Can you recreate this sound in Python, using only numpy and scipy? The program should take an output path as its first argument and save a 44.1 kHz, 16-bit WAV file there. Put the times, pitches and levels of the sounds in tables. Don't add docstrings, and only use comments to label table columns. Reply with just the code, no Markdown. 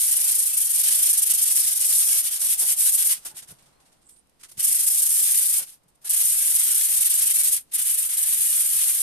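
import sys
import numpy as np
from scipy import signal
from scipy.fft import rfft, irfft, next_fast_len
from scipy.io import wavfile
from scipy.ndimage import uniform_filter1d

SR = 44100
rng = np.random.default_rng(int(sys.argv[2]) if len(sys.argv) > 2 else 0)


def unload_audio(sound):
    columns = np.transpose(np.atleast_2d(sound))
    steps = np.round(np.clip(columns, -1, 1) * 32767)
    wavfile.write(sys.argv[1], SR, steps.astype(np.int16))


N = 397775
TIME = np.arange(N) / SR
HAND_TIME = TIME[::16]
FREQ = np.fft.rfftfreq(2 * next_fast_len(N // 2 + 8192), 1 / SR) + 1e-3
TOP_HZ = 14300


def pad_level(rest_db=-100):
    # start_s, end_s, passes (count), mid_pass_level_db, dip_at_turns_db, rasp_db,
    # skew (no unit; under 1 the speed peaks early in a pass)
    scrub_spells = [(-0.008, 0.099, 3, -18.0, 1.5, -3.5, 1.1), (0.107, 0.303, 5, -16, 5, -3, 1.35),
                    (0.305, 0.379, 2, -17.5, 7.5, -3.5, 0.74), (0.377, 0.486, 3, -17, 6.5, -4.5, 1.2),
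                    (0.485, 0.563, 2, -21.0, 7, -3, 0.83), (0.565, 0.638, 2, -16.5, 7.5, -4.5, 0.7),
                    (0.64, 0.736, 2, -19, 12, -3.5, 0.91), (0.728, 0.827, 2, -18.5, 8, -3, 0.89),
                    (0.829, 1.085, 7, -16.5, 3.5, -1.5, 1.2), (1.086, 1.21, 3, -16, 12, -5, 0.67),
                    (1.211, 1.33, 3, -17.5, 10.0, -2.5, 0.89), (1.331, 1.451, 3, -15.5, 11.5, -6, 0.81),
                    (1.452, 1.549, 2, -18.5, 4.5, -3.0, 0.7), (1.546, 1.622, 2, -16.5, 4, -2.5, 1.35),
                    (1.624, 1.699, 2, -18, 5, -2, 1.0), (1.704, 1.792, 2, -18.5, 11, -2, 0.79),
                    (1.789, 1.924, 3, -17.5, 5.5, -4.5, 1.2), (1.92, 2.09, 3, -18, 1.5, -5, 0.65),
                    (2.083, 2.199, 3, -17.0, 1, -1.5, 0.7), (4.623, 4.744, 3, -15.5, 6, -4.5, 1.4),
                    (4.741, 4.898, 4, -16, 8.5, -5, 1.1), (4.896, 5.007, 3, -17.5, 2.5, -5, 0.83),
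                    (5.016, 5.075, 2, -16.0, 1.5, -4, 1.15), (5.087, 5.332, 6, -17.5, 1, -4, 1.3),
                    (5.339, 5.396, 2, -15.5, 3, -2.0, 0.85), (5.405, 5.597, 5, -17, 5, -3, 1.35),
                    (6.089, 6.155, 2, -16.5, 6.5, -1.5, 1.3), (6.159, 6.225, 2, -17.5, 1.5, -2.5, 1.35),
                    (6.228, 6.316, 2, -17.5, 3, -4, 1.35), (6.318, 6.575, 6, -16.5, 4, -2.5, 1.1),
                    (6.581, 6.736, 4, -18.0, 1.5, -1.5, 1.35), (6.741, 6.954, 5, -18.0, 1, -2.5, 1.7),
                    (6.96, 7.086, 3, -16.5, 8, -2.0, 0.61), (7.088, 7.331, 6, -15.5, 10.5, -3.5, 1.1),
                    (7.332, 7.467, 3, -17.5, 6.5, -1.5, 1.4), (7.457, 7.565, 2, -17.0, 10, -4, 0.85),
                    (7.73, 7.816, 2, -17.5, 14.5, 1, 1.3), (7.811, 8.01, 5, -18.0, 6.5, -1.5, 0.78),
                    (8.015, 8.079, 2, -21, 3.5, -4.5, 1.0), (8.084, 8.161, 2, -21.5, 6, 0.5, 1.4),
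                    (8.164, 8.292, 3, -18.5, 4.5, -1.5, 1.5), (8.285, 8.398, 3, -18, 4, -2, 0.7),
                    (8.401, 8.521, 3, -18.0, 1.5, -2, 1.35), (8.523, 8.722, 5, -19.0, 0.5, -2.5, 0.7),
                    (8.722, 9.03, 9, -19.5, 0, -2.0, 1.35)]
    # start_s, end_s, level_db, rasp_db
    single_strokes = [(2.211, 2.288, -23.5, 0.5), (2.288, 2.368, -24, 1), (2.381, 2.468, -19, -2),
                      (2.472, 2.538, -17.5, -2.5), (2.561, 2.657, -18, -3), (2.654, 2.723, -16.5, -2),
                      (2.75, 2.838, -18.5, -4), (2.827, 2.899, -16.5, -2.5), (2.905, 2.959, -15.5, -6.5),
                      (2.957, 3.026, -17, 0), (3.033, 3.077, -16.5, -5.5), (3.075, 3.127, -18.5, 2),
                      (3.126, 3.172, -37.5, 10), (3.2, 3.25, -54.5, 11.5), (3.246, 3.269, -31, 8),
                      (3.287, 3.308, -46.5, 7), (3.34, 3.36, -53, 10), (3.348, 3.393, -39, 8),
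                      (3.418, 3.437, -47.5, 11), (3.465, 3.518, -47.5, 8.5), (3.52, 3.575, -69, 14),
                      (4.39, 4.421, -62.5, 16.5), (4.426, 4.447, -53, 19.5), (4.479, 4.498, -54, 10),
                      (4.511, 4.52, -47, 7), (4.537, 4.572, -62, 11), (4.567, 4.602, -35, 7.5),
                      (4.589, 4.611, -21.5, 3), (5.605, 5.633, -33.5, 6.5), (5.643, 5.702, -44.5, 5),
                      (5.708, 5.742, -47.5, 6), (6.008, 6.042, -58.5, 8), (6.04, 6.071, -30, 4),
                      (6.066, 6.082, -32, 4.5), (7.559, 7.568, -20.5, 2), (7.64, 7.713, -69, 15),
                      (7.708, 7.742, -39, 7)]
    # start_s, lift_db
    snags = [(.757, 2.5), (.838, 2), (1.219, 2), (1.301, 2), (3.256, 3.5), (3.365, 4), (4.517, 2),
             (4.721, 5), (6.549, 3), (7.522, 3.5), (8.172, 4), (8.895, 3)]
    bite_s = 0.006
    land_s, land_share = 0.042, 0.53
    snag_s = 0.012
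    tremor_db, tremor_rate = 1.26, 60

    contacts = []
    for start, end, passes, db, dip_db, rasp_db, skew in scrub_spells:
        level_db = db - dip_db * turning(start, end, passes, skew)
        contacts.append((touch(start, end, bite_s) * undb(level_db), rasp_db))
    for start, end, db, rasp_db in single_strokes:
        attack_s = min(land_s, land_share * (end - start))
        contacts.append((touch(start, end, attack_s) * undb(db), rasp_db))

    power = sum(gain ** 2 for gain, _ in contacts) + undb(rest_db) ** 2
    coarse_db = sum(gain ** 2 * rasp_db for gain, rasp_db in contacts) / power
    tremor = tremor_db * walk(tremor_rate)
    snag_lift_db = sum(db * flick(s, snag_s, attack_s=.002) for s, db in snags)
    motion_db = np.interp(TIME, HAND_TIME, 10 * np.log10(power))
    return motion_db + tremor + snag_lift_db, np.interp(TIME, HAND_TIME, coarse_db)


def touch(start, end, attack_s, release_s=0.016):
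    rise = np.sin(np.pi / 2 * np.clip((HAND_TIME - start) / attack_s, 0, 1)) ** 2
    return rise * np.exp(-np.clip((HAND_TIME - end) / release_s, 0, 20))


def turning(start, end, passes, skew, sharpness=0.87):
    place = np.clip((HAND_TIME - start) / (end - start), 0, 1) * round(passes)
    speed = np.abs(np.sin(np.pi * (place % 1) ** abs(skew))) ** sharpness
    return 1 - speed


def sanding(pad_db, coarse_db, hiss_db=-9.0, rasp_db=-7.0, split_hz=6000, rasp_follow=0.47,
            edge_db=-22, scratch_db=1.18, scratch_rate=170):
    # pitch_hz, relative_level_db (per Hz)
    grit_tone = [(150, -35.5), (350, -30), (600, -30), (1000, -21), (1600, -14.5), (2400, -8.5),
                 (3100, -5.5), (4200, -6.5), (5500, -3.5), (7500, -1.5), (10000, 0.5), (12000, -0.24),
                 (14200, -3.5)]
    # time_s, gain_db
    scrape_gain = [(0, 1.5), (.8, 1), (1.8, 3.5), (2.8, 0.5), (5, 1.1), (6.5, -0.5), (7.5, 0), (7.9, -4),
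                   (9, -1.5)]
    # middle_s, rasp_lift_db
    digs = [(0.902, 2), (1.082, 1), (1.153, 4), (1.313, 2), (1.395, 6.5), (1.826, 5), (1.92, 4),
            (2.023, 6.5), (4.815, 4.5), (5.276, 4.5), (5.444, 2.5), (6.96, 0.5), (7.122, 6), (7.216, 3.5),
            (7.287, 4), (7.373, 0), (7.465, 3), (7.782, 2), (7.888, 0.5), (8.044, 5.5), (8.12, 3),
            (8.83, 4)]
    # middle_s, bell_spread_s, added_gain_db
    arches = [(.87, 0.015, -9), (1.38, .09, -12.5), (2.31, 0.037, -5), (2.51, 0.033, -4)]
    dig_spread_s = 0.014

    gain_db, = curves(scrape_gain)
    grit = colour(grit_tone)
    grit = grit / np.sqrt(np.mean(grit ** 2 * (FREQ < TOP_HZ)))
    low_share = 1 / (1 + (FREQ / split_hz) ** 6)

    fine = grains(rate=1700, spread_db=8, ring_s=.0006, bed=2.2)
    coarse = grains(rate=800, spread_db=8, ring_s=.0008, bed=1.6)
    hiss = fine * undb(pad_db + hiss_db)

    digs_db = sum(db * bell(HAND_TIME, s, dig_spread_s) for s, db in digs)
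    bite_db = np.interp(TIME, HAND_TIME, digs_db) + scratch_db * walk(scratch_rate)
    hold_db = (rasp_follow - 1) * (pad_db - uniform_filter1d(pad_db, size=2400))
    press = pressed(pad_db)
    rasp_level_db = pad_db + rasp_db + coarse_db + bite_db + press * hold_db
    rasp = panel(coarse * undb(rasp_level_db), press)

    edge = through(rasp * undb(edge_db + coarse_db), resonance(1550, 1700) ** 2)
    high_part = through(hiss, grit * np.sqrt(1 - low_share))
    low_part = through(rasp, grit * np.sqrt(low_share))
    scrape = high_part + low_part
    hollow = swells(arches) * through(scrape, resonance(3200, 800))
    treble_change = (undb(gain_db) - 1) * through(scrape, resonance(5400, 2500))
    return scrape + treble_change + edge + hollow


def pressed(pad_db, half_db=-36, range_db=6):
    return 1 / (1 + np.exp((half_db - pad_db) / range_db))


def panel(x, press, count=10):
    ring_db, t60_s, wander_rate = -2, .05, 11
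    weights = np.array([walk(wander_rate) for _ in range(count)])
    weights = weights / np.sqrt(np.sum(weights ** 2, axis=0))
    ring = sum(through(x * press * weight, ringing(t60_s)) for weight in weights)
    steady_level = np.sqrt(1 + (press * undb(ring_db)) ** 2)
    return (x + undb(ring_db) * ring) / steady_level


def box(pad_db, rub_db=-52, rub_follow=0.59, drag_low_hz=250):
    # pitch_hz, width_hz, relative_level_db
    box_modes = [(142, 19, 2.5), (184.3, 55, 1.5), (392, 160, -1), (550, 70, -2), (707, 120, -1),
                 (873, 16, -10.5), (937, 250, -7.5), (1390, 98, -2)]
    # middle_s, bell_spread_s, level_db
    drags = [(.25, 0.091, -56), (.92, 0.031, -64), (1.03, 0.037, -59), (2.15, 0.018, -55),
             (2.445, 0.028, -54), (2.63, 0.021, -47.5), (3.0, .03, -64), (3.264, 0.011, -50),
             (3.32, 0.034, -60), (3.372, .008, -63), (3.51, 0.026, -60), (5.61, 0.021, -51.5),
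             (6.06, 0.013, -54.5), (6.98, .015, -57), (7.81, 0.024, -58)]
    # time_s, peak_db (before gain_db)
    bumps = [(1.555, -53), (3.318, -60), (3.339, -55), (3.423, -60), (3.49, -53), (3.512, -51),
             (3.524, -46.5), (3.624, -59), (3.674, -60), (4.569, -56), (4.579, -45), (5.619, -55),
             (5.86, -59), (6.246, -53), (7.931, -54), (8.761, -55)]
    # time_s, peak_db (before gain_db)
    knocks = [(2.624, -42), (3.259, -46), (3.371, -55), (3.429, -57), (4.518, -58), (5.607, -55)]

    modes = sum(undb(db) * resonance(hz, width) for hz, width, db in box_modes)
    dragged = modes * (FREQ / drag_low_hz) ** 2 / (1 + (FREQ / drag_low_hz) ** 2)
    rub_force = undb(rub_db + rub_follow * pad_db)
    friction = 0
    for force, body in [(rub_force, modes), (swells(drags), dragged)]:
        even_body = body / np.sqrt(np.mean(np.abs(body) ** 2))
        friction = friction + through(force * noise(0.39), even_body)
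    bumping = strike(bumps, modes, soft_hz=240, gain_db=2)
    knocking = strike(knocks, dragged, soft_hz=1800, gain_db=7)
    return friction + bumping + knocking


def strike(table, modes, soft_hz, gain_db):
    response = modes / (1 + 1j * FREQ / soft_hz) ** 3
    blows = np.zeros(N)
    for s, db in table:
        blows[int(s * SR)] = undb(db + gain_db)
    return through(blows, response / np.abs(irfft(response)).max())


def paper(rustle_db=-3, slide_db=-6, tick_s=0.0033):
    # start_s, decay_s, centre_hz, level_db (before rustle_db)
    rustles = [(3.582, 0.038, 3300, -50), (3.621, .03, 3300, -58), (3.655, 0.043, 3300, -55.5),
               (3.72, .03, 3000, -64), (3.797, 0.036, 3800, -55.5), (3.852, .04, 3770, -56),
               (3.918, 0.02, 3800, -54), (3.96, .05, 3300, -69.5), (4.012, 0.034, 4500, -59.5),
               (4.086, 0.023, 8000, -48), (4.157, 0.022, 6000, -57), (5.829, .01, 7000, -64),
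               (5.878, .016, 9000, -57), (5.946, .014, 7000, -61)]
    # start_s, level_db (before the tone filter)
    crease_ticks = [(3.314, -49), (3.624, -59), (4.271, -66), (4.295, -60), (4.399, -64), (4.436, -51),
                    (4.491, -54)]
    # time_s, centre_hz, level_db (before slide_db)
    slide_path = [(4.01, 7800, -100), (4.045, 8100, -68), (4.07, 7850, -53), (4.095, 8100, -60),
                  (4.128, 8200, -54), (4.16, 8600, -65), (4.195, 9200, -59.5), (4.26, 9170, -110)]

    crackle = grains(rate=900, spread_db=7, ring_s=.0008, bed=1)
    rustle = 0
    for s, decay_s, hz, db in rustles:
        band = signal.butter(1, [hz / 2, min(hz * 2, .45 * SR)], "bandpass", fs=SR)
        burst = crackle * flick(s, decay_s, attack_s=0.0079)
        rustle = rustle + signal.lfilter(*band, burst) * undb(db + rustle_db)
    soft_rustle = through(rustle, 1 / (1 + (FREQ / 13500) ** 4))

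    snaps = sum(undb(db) * flick(s, tick_s, attack_s=.0005) for s, db in crease_ticks)
    ticks = through(snaps * noise(0), resonance(5600, 9000))

    hz, db = curves(slide_path)
    flutter = unit(through(noise(0), resonance(140, 620) ** 2))
    slide = flutter * np.sin(2 * np.pi * np.cumsum(hz) / SR) * undb(db + slide_db)
    return soft_rustle + ticks + slide


def squeaks():
    # middle_s, bell_spread_s, pitch_hz,
    # glide (octaves per s), waver (share of pitch), level_db
    squeak_list = [(3.323, .014, 870, 0.078, .02, -61), (3.3, .02, 330, 0.94, .07, -65),
                   (3.354, .018, 392, 0.37, .06, -69), (3.768, .017, 4200, .1, .005, -75)]
    out = 0
    for s, spread_s, hz, glide, waver, db in squeak_list:
        octaves = glide * np.clip(TIME - s, -2 * spread_s, 2 * spread_s)
        pitch = hz * 2 ** octaves * (1 + waver * walk(200))
        tone = np.sqrt(2) * np.sin(2 * np.pi * np.cumsum(pitch) / SR)
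        out = out + swells([(s, spread_s, db)]) * tone
    return out


def room(x, wet_db=-24, t60_s=0.079):
    tails = np.array([ringing(t60_s), ringing(t60_s)]) / (1 + 1j * FREQ / 7000)
    return x + undb(wet_db) * through(x, tails)


def workshop(air_db=-67):
    # pitch_hz, relative_level_db (per Hz)
    air_tone = [(25, 1.5), (60, -1), (95, -7), (135, 0), (200, -3), (300, -4.5), (550, -11.5), (1000, -32),
                (2000, -18.5), (5000, -19.5), (9000, -29), (14000, -32.5)]
    # time_s, level_db
    wash_level = [(3.1, -62), (3.3, -69), (3.8, -65.5), (4.15, -73), (4.6, -72)]
    bass = 1 / (1 + (FREQ / 400) ** 2)
    shared_air = through(noise(0.44), colour(air_tone) * np.sqrt(bass))
    separate_air = through(noise(0), colour(air_tone) * np.sqrt(1 - bass))
    air = unit(shared_air + separate_air) * undb(air_db + 1.2 * walk(2.6))
    level_db, = curves(wash_level)
    wash = unit(through(noise(0.068), resonance(730, 1000) ** 2)) * undb(level_db)
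    return air + wash


def grains(rate, spread_db, ring_s, bed):
    snaps = (rng.random(N) < rate / SR) * undb(spread_db * rng.random(N))
    energy = signal.lfilter([1], [1, -np.exp(-2 / (ring_s * SR))], snaps ** 2)
    loudness = np.sqrt(energy / energy.mean() + abs(bed))
    return unit(loudness * np.tanh(noise(0)))


def ringing(t60_s):
    t = TIME[:16000]
    tail = rng.standard_normal(len(t)) * np.exp(-np.log(1000) * t / t60_s) * (t > .002)
    return rfft(tail / np.sqrt(np.sum(tail ** 2)), 2 * (len(FREQ) - 1))


def flick(start, decay_s, attack_s):
    age = HAND_TIME - start
    fade = np.exp(-np.clip((age - attack_s) / decay_s, 0, 20))
    return np.interp(TIME, HAND_TIME, np.clip(age / attack_s, 0, 1) * fade)


def bell(clock, middle_s, spread_s):
    return np.exp(-np.minimum(((clock - middle_s) / spread_s) ** 2, 100) / 2)


def swells(table):
    return sum(undb(db) * bell(TIME, s, spread_s) for s, spread_s, db in table)


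def walk(rate):
    knots = rng.standard_normal(4096)
    return 1.2 * np.interp(TIME * rate, np.arange(len(knots)), knots)


def noise(likeness):
    share = np.clip(likeness, 0, 1)
    return np.sqrt(share) * rng.standard_normal(N) + np.sqrt(1 - share) * rng.standard_normal((2, N))


def resonance(hz, width_hz):
    return 1 / (1 + 1j * (FREQ / hz - hz / FREQ) * hz / width_hz)


def colour(points):
    hz, db = np.transpose(points)
    return undb(np.interp(np.log(FREQ), np.log(hz), db))


def through(x, response):
    return irfft(rfft(x, 2 * (len(FREQ) - 1)) * response)[..., :N]


def curves(table):
    s, *columns = np.transpose(table)
    return [np.interp(TIME, s, c) for c in columns]


def unit(x):
    return x / np.sqrt(np.mean(x ** 2))


def undb(db):
    return 10 ** (np.asarray(db) / 20)


def scene():
    pad_db, coarse_db = pad_level()
    close_sounds = sanding(pad_db, coarse_db) + box(pad_db) + paper() + squeaks()
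    return room(close_sounds) + workshop()


def record(dry):
    # pitch_hz, width_hz, added_gain_db
    port_modes = [(11160, 1580, 12), (8893, 825, 14.5)]
    ports = np.array([1 + undb(db) * resonance(hz, width) for hz, width, db in port_modes])
    top = signal.ellip(12, .1, 80, TOP_HZ, fs=SR, output="sos")
    return signal.sosfilt(top, through(dry, ports))


dry = scene()
out = record(dry)
unload_audio(out)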